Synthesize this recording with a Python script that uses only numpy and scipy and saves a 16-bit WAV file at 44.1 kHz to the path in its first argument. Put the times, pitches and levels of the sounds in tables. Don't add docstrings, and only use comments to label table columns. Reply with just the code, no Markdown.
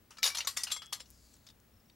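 import sys
import numpy as np
from scipy import signal
from scipy.fft import rfft, irfft
from scipy.io import wavfile
from scipy.ndimage import uniform_filter1d

SR = 44100
rng = np.random.default_rng(int(sys.argv[2]) if len(sys.argv) > 2 else 0)


def generate_wav(sig):
    pcm = np.round(np.clip(np.atleast_2d(sig).T, -1, 1) * 32767).astype(np.int16)
    wavfile.write(sys.argv[1], SR, pcm)


def boost(x):
    u = np.asarray(x, float) / 20
    return 10 ** u


N = 85995
MID_TO_SIDES = np.array([[1], [-1]])

# f/Hz, level/dB per Hz
STEEL_COLOUR = [(400, -17.5), (560, -10), (740, -32.5), (1100, -13), (2200, -4.5), (4000, 1.5), (6500, 1.5),
                (12500, 2.5), (16000, -33)]
# f/Hz, level/dB
SCATTER_COLOUR = [(500, 6), (1100, 10), (2200, 1), (4500, -9.5), (8000, -3), (12000, -3.5)]


def chain_fall(db, bright_hz, t60, body_db, size=11000):
    t = np.arange(size) / SR
    impact_db = 9 * np.exp(-t / .007)
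    burst = clicks(size, per_s=4200, spread_db=3) * boost(impact_db - 60 * t / t60)
    burst *= 1 - np.exp(-t / .00053)
    burst[0] = boost(7)
    firm = np.clip(1 + (db + 48) / 20, .5, 1)
    bright_db = 11 - (db + 24) / 6
    treble_db = .6 * (db + 28.5)

    def colour_db(hz):
        bright = bright_db * np.exp(-(np.log2(hz / bright_hz) / (.85 * firm)) ** 2)
        body = body_db * np.clip(np.log2(2590 / hz) + .5, 0, 1.5)
        treble = treble_db * np.clip(np.log2(2 * hz / 7600) - .5, 0, 1)
        return curve(STEEL_COLOUR, hz) + bright + body + treble

    modes, short = 90, 2048
    place, luck, life = rng.random((3, modes))
    hz = 500 + 15000 * ((np.arange(modes) + place) / modes) ** 1.5
    mode_db = colour_db(hz) + 3 * np.log2(hz) / 2 + 14 * luck
    links = ring(hz, mode_db, firm * .045 * (.5 + life), short)

    noise = rng.standard_normal((2, short)) * boost(-60 * t[:short] / .006)
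    crack = signal.fftconvolve(noise, causal_response(colour_db), axes=1)[:, :short]
    scatter_response = causal_response(lambda f: curve(SCATTER_COLOUR, f))[0]
    scatter = signal.fftconvolve(crack[1], scatter_response)[:short]

    hit = np.array([level(links, 0) + level(crack[0], -3), level(scatter, -14.5)])
    mid, side = signal.fftconvolve(burst[None], hit, axes=1)[:, :size]
    loudest = np.sqrt(uniform_filter1d(mid ** 2, size=220).max())
    return boost(db) / loudest * (mid + side * MID_TO_SIDES)


# t/s, level/dB, brightest f/Hz, rattle t60/s,
# body below the knee level/dB
FALLS = [(0.106, -51.5, 6200, 0.29, 18.5), (0.117, -57.5, 2980, 0.14, 1), (0.170, -52.5, 3400, 0.087, 6),
         (0.1831, -47.5, 4900, 0.083, 12.5), (0.2241, -48, 4000, 0.042, -2), (0.2294, -26, 4400, 0.15, 1.5),
         (0.241, -24, 3700, 0.1, -16.5), (0.2541, -27, 4130, 0.15, 14), (0.2635, -30, 5230, 0.13, -15),
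         (0.275, -31, 4170, 0.18, 9.5), (0.302, -41, 5340, 0.11, 18), (.347, -36, 3300, .1, 0),
         (.3525, -38, 3300, .09, -2), (.3708, -33, 4600, .07, -1), (0.3816, -38, 5300, 0.13, 12.5),
         (.385, -38, 4840, 0.11, 14.5), (0.39, -45, 5300, 0.072, 20), (0.404, -37.5, 3430, 0.17, 3.5),
         (0.41, -50.5, 4200, 0.17, 18), (0.4467, -50, 6000, 0.45, 20.5), (0.4715, -29.5, 5330, 0.17, -9.5),
         (0.5653, -44, 3280, 0.03, 0.5), (0.57, -29.5, 4970, 0.24, 6.5), (.605, -57, 6000, 0.21, 6),
         (0.635, -36, 5100, 0.096, -25), (0.669, -40.5, 2850, 0.36, 2), (0.676, -49.5, 4530, 0.24, -2),
         (0.702, -43.5, 3460, 0.19, 8.5), (0.7151, -35.5, 5040, 0.023, 5), (0.7185, -33, 4950, 0.16, -29),
         (.7636, -42, 5750, 0.035, 13), (0.819, -45, 3780, 0.21, 9.5), (0.924, -40, 4400, 0.21, 19.5),
         (0.927, -32.5, 3700, 0.12, -20),
         (.9985, -52, 5000, .05, 0), (1.003, -44, 4800, .1, 3), (1.056, -63, 5000, .06, 0),
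              (1.334, -67, 6000, .02, -14), (1.3385, -58, 7500, .02, -14), (1.352, -66, 6000, .02, -8),
              (1.366, -64, 11000, .02, -14), (1.467, -54, 4000, .07, -18), (1.487, -56, 3700, .05, -16),
              (1.501, -55, 4200, .05, -8), (1.8985, -59, 3900, .015, -10)]


def falling_chain():
    out = np.zeros((2, N))
    for s, *fall in FALLS:
        add(out, s, chain_fall(*fall))
    return out


def blow(modes, db, free_s, size=14000):
    hz, mode_db, t60 = np.array(modes, float).T
    favour_db, side_luck = rng.standard_normal((2, len(hz)))
    touch = uniform_filter1d(uniform_filter1d(rng.standard_normal(size), size=200), size=200)
    onset = np.minimum(np.arange(size) / (.00057 * SR), 1)
    damping = np.clip((free_s - np.arange(size) / SR) / .006, 0, 1)
    shape = onset * damping * boost(1.2 * touch / touch.std())
    mid = ring(hz, mode_db + favour_db, np.minimum(t60, .6), size)
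    side = np.roll(mid, 9) * boost(-14) * side_luck[0]
    return shape * (mid + side * MID_TO_SIDES) * boost(db) / np.abs(mid).max()


# f/Hz, level/dB, t60/s
FRAME_MODES = [(2896, 0, .12), (4081, -6, .2), (4548, -6, .2), (4700, -5, .22), (5408, -3, .22),
               (5728, -5, .28), (6137, -2, .17), (6560, -4, .14)]
FOOT_MODES = [(1120, -2, .075), (3705, 0, .085), (4075, -3, .07), (7531, -13, .25), (9000, -19, .3),
              (510, -6, .07), (12430, -13, .1)]
HOOK_MODES = [(1210, -20, .3), (1265, -20, .25), (3365, 4, .05), (3338, -10, .7), (4090, -17, .2),
              (7422, 0, .17), (9955, -4, .08), (2196, -20, .2)]
LINK_MODES = [(4700, -2, .04), (5050, 0, .045), (6126, -6, .06), (8603, -6, .04), (9959, -6, .045),
              (11390, -10, .04)]
PARTS = dict(frame=FRAME_MODES, foot=FOOT_MODES, hook=HOOK_MODES, link=LINK_MODES)
# t/s, peak level/dB, time until a link damps it/s
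BLOWS = dict(frame=[(.230, -24, .3), (.242, -27, .3), (.255, -26, .3), (.267, -30, .3)],
         foot=[(.4728, -24, .2)], hook=[(.7192, -24, .206), (.566, -37, .07), (.927, -39, .075),
         (1.004, -47, .042)], link=[(.6345, -19, .2)])


def struck_parts():
    out = np.zeros((2, N))
    for part, hits in BLOWS.items():
        for s, db, free_s in hits:
            add(out, s, blow(PARTS[part], db, free_s))
    return out


# t/s, peak level/dB, f/Hz, t60/s
CLINKS = [(0.184, -50.5, 1310, 0.19), (.184, -51, 1750, 0.091), (.184, -50, 2310, 0.09),
          (.231, -21.5, 2324, 0.018), (.2395, -22.5, 3705, 0.14), (0.245, -43, 1120, 0.33),
          (.300, -40, 2300, 0.28), (.352, -34, 10100, 0.026), (.352, -48, 6870, 0.18),
          (.349, -45, 4230, 0.094), (.350, -51, 925, 0.3), (0.372, -33, 4340, 0.08),
          (.373, -47, 5750, 0.032), (.384, -30, 5850, .07), (.4055, -29.5, 2786, 0.059),
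          (.406, -34, 4500, 0.052), (0.449, -38, 5900, 0.042), (.449, -37, 6530, 0.048),
          (.472, -48, 1920, 0.23), (0.575, -47.5, 1930, 1), (.572, -61, 1650, 0.12),
          (.573, -42, 6030, 0.08), (.606, -37, 6050, 0.058), (.671, -37.5, 2836, 0.11),
          (.672, -44, 1407, .04), (.701, -51, 2830, .1), (.765, -44, 2140, 0.1), (.765, -50, 964, 0.064),
          (.820, -53, 1220, 0.09), (.820, -50.5, 1326, 0.15), (.821, -52, 4110, 0.074),
          (.927, -41, 524, 0.052), (.93, -38, 4870, 0.063), (1.003, -53, 5550, 0.07),
          (1.004, -44.5, 514, 0.096), (1.005, -56, 4040, 0.066), (1.058, -65, 2860, 0.076),
          (1.474, -57, 12300, 0.021), (1.488, -54, 3650, 0.085), (0.446, -46, 520, 0.074),
          (.567, -46.5, 526, 0.078), (.724, -56, 2640, 0.16)]


def clinking_links():
    out = np.zeros((2, N))
    size = 8000
    for s, db, hz, t60 in CLINKS:
        halves = [(hz, 0, t60), (hz * 1.022, -9, t60)]
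        add(out, s, blow(halves, db, size / SR, size))
    return out


# t/s, peak level/dB, centre f/Hz
TICKS = [
    (.2313, -16, 4500),
    (.2546, -16, 4500),
    (.7197, -20, 5000),
    (.829, -56, 11000),
    (.852, -58, 12000),
    (0.8602, -37.5, 6900),
    (0.8667, -39, 8000),
    (1.104, -34.5, 12900),
    (1.1096, -38, 13000),
    (1.6014, -50.5, 7000),
]


def dry_ticks():
    out = np.zeros((2, N))
    size = 400
    for s, db, hz in TICKS:
        snap = (1 + .12 * rng.standard_normal(size)) * np.exp(-np.arange(size) / (.00004 * SR))
        add(out, s, peak(band(band(snap, hz, .55 * hz), hz, .63 * hz), db)[None])
    return out


# t/s, level/dB, resonance f/Hz
SETTLE = [
    (1.017, -87, 5800),
    (1.07, -73.5, 5600),
    (1.2, -72, 4800),
    (1.351, -72.5, 4300),
    (1.42, -80, 4200),
    (1.498, -73, 4200),
    (1.56, -107, 4200),
]


def settling_heap():
    s, db, hz = np.array(SETTLE, float).T
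    t = np.arange(N) / SR
    grit = clicks(N, per_s=9000, spread_db=1.5)
    carrier = np.exp(2j * np.pi * np.cumsum(np.interp(t, s, hz)) / SR)
    smooth = signal.lfilter([1], [1, -.94], signal.lfilter([1], [1, -.9], grit))
    high_pass = signal.butter(2, 2500, "high", fs=SR, output="sos")
    scrape = level(signal.sosfilt(high_pass, (smooth * carrier).real), 0)
    upper = level(band(grit, 7020, 1200), -2)
    wide = level(band(grit, 9800, 8900), -2.5)
    swell_db = np.interp(t, s, db, left=-120, right=-120) + .5 * walk(25)
    return (scrape + upper + wide) * boost(swell_db)


# t/s, level/dB, start f/Hz, fall f/Hz, length/s
CHIRPS = [
    (.895, -66, 5700, 550, .016),
    (1.736, -70, 5600, 400, .016),
    (1.765, -69, 5650, 550, .017),
    (1.798, -69, 5650, 650, .019),
    (1.856, -71, 5600, 350, .014),
    (1.882, -72, 5750, 150, .026),
    (1.915, -74, 5800, 80, .035),
]


def birds():
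    out = np.zeros((1, N))
    for s, db, hz, drop_hz, length in CHIRPS:
        u = np.arange(int(length * SR)) / (length * SR)
        breath_db = 2 * rng.standard_normal(len(u)).cumsum() / np.sqrt(len(u))
        whistle = np.sin(2 * np.pi * np.cumsum(hz - drop_hz * u) / SR)
        add(out, s - .003, boost(db - .5 + breath_db) * np.sin(np.pi * u) * whistle)
    return out


# f/Hz, level/dB per Hz
FIELD_COLOUR = [(12, -56), (20, -13.5), (92, -7.5), (788, -23.5), (906, -23.5), (9130, -35.5),
                (15500, -31.5)]
# f/Hz, width f/Hz, level/dB
DRONES = [(60.2, 4, -71.5), (95, 25, -72.5), (226, 120, -75)]


def field():
    hz = np.maximum(np.fft.rfftfreq(N, 1 / SR), 1)
    width = [np.ones_like(hz), np.minimum(hz / 250, 1)]
    mid, side = irfft(rfft(rng.standard_normal((2, N))) * boost(curve(FIELD_COLOUR, hz)) * width, N)
    out = level(mid + boost(-5) * side * MID_TO_SIDES, -66.5) * boost(.24 * walk(15))
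    for drone_hz, width_hz, db in DRONES:
        drone = band(band(rng.standard_normal(N), drone_hz, width_hz), drone_hz, width_hz)
        out = out + level(drone, db)
    whine = np.sin(2 * np.pi * 15734 * np.arange(N) / SR + .3 * walk(43))
    return out + level(whine, -80) * boost(1.7 * walk(12.3))


def clicks(size, per_s, spread_db):
    chance, sign, strength = rng.random((3, size))
    strength_db = spread_db * np.minimum(-np.log(1 - strength), 3)
    return (chance < per_s / SR) * np.sign(sign - .5) * boost(strength_db)


def ring(hz, db, t60, size):
    t = np.arange(size)[:, None] / SR
    return (np.sin(2 * np.pi * hz * t) * np.exp(-np.log(1000) * t / t60)) @ boost(db)


def band(x, hz, width_hz):
    return signal.lfilter(*signal.iirpeak(hz, hz / width_hz, fs=SR), x)


def walk(rate_hz):
    k = int(SR / rate_hz)
    wander = uniform_filter1d(uniform_filter1d(rng.standard_normal(N + 4 * k), k), k)[2 * k:2 * k + N]
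    return wander / wander.std()


def curve(table, hz):
    table_hz, db = np.array(table, float).T
    return np.interp(np.log(hz), np.log(table_hz), db)


def causal_response(colour_db, size=512):
    hz = np.maximum(np.fft.rfftfreq(size, 1 / SR), 50)
    cepstrum = irfft(colour_db(hz) * np.log(10) / 20)
    cepstrum[1:size // 2] *= 2
    cepstrum[size // 2 + 1:] = 0
    return irfft(np.exp(rfft(cepstrum)))[None]


def peak(x, db):
    return x * boost(db) / np.abs(x).max()


def level(x, db):
    return x * boost(db) / np.sqrt(np.mean(x ** 2))


def add(out, s, x):
    i = int(s * SR)
    out[:, i:i + x.shape[-1]] += x[..., :N - i]


def scene():
    steel = falling_chain() + struck_parts() + clinking_links() + dry_ticks() + settling_heap()
    steel_band = signal.butter(3, [750, 14000], "band", fs=SR, output="sos")
    steel = signal.sosfilt(steel_band, steel)
    left_db = 3.0
    return (steel + field() + birds()) * boost(left_db / 2 * MID_TO_SIDES)


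def band_limit(x):
    return signal.sosfilt(signal.butter(12, 16800, fs=SR, output="sos"), x)


# f/Hz, extra left level/dB
PORT_LEAN = [(300, -.5), (600, .6), (1200, 0), (5000, 0), (8500, 1.8), (12500, -.3)]


def record(dry):
    hz = np.maximum(np.fft.rfftfreq(N, 1 / SR), 1)
    lean_db = curve(PORT_LEAN, hz) / 2 * MID_TO_SIDES
    heard = irfft(rfft(dry) * boost(lean_db), N)
    top_cut = signal.ellip(6, .5, 40, 15900, fs=SR, output="sos")
    return band_limit(signal.sosfilt(top_cut, heard))


dry = scene()
out = record(dry)
generate_wav(out)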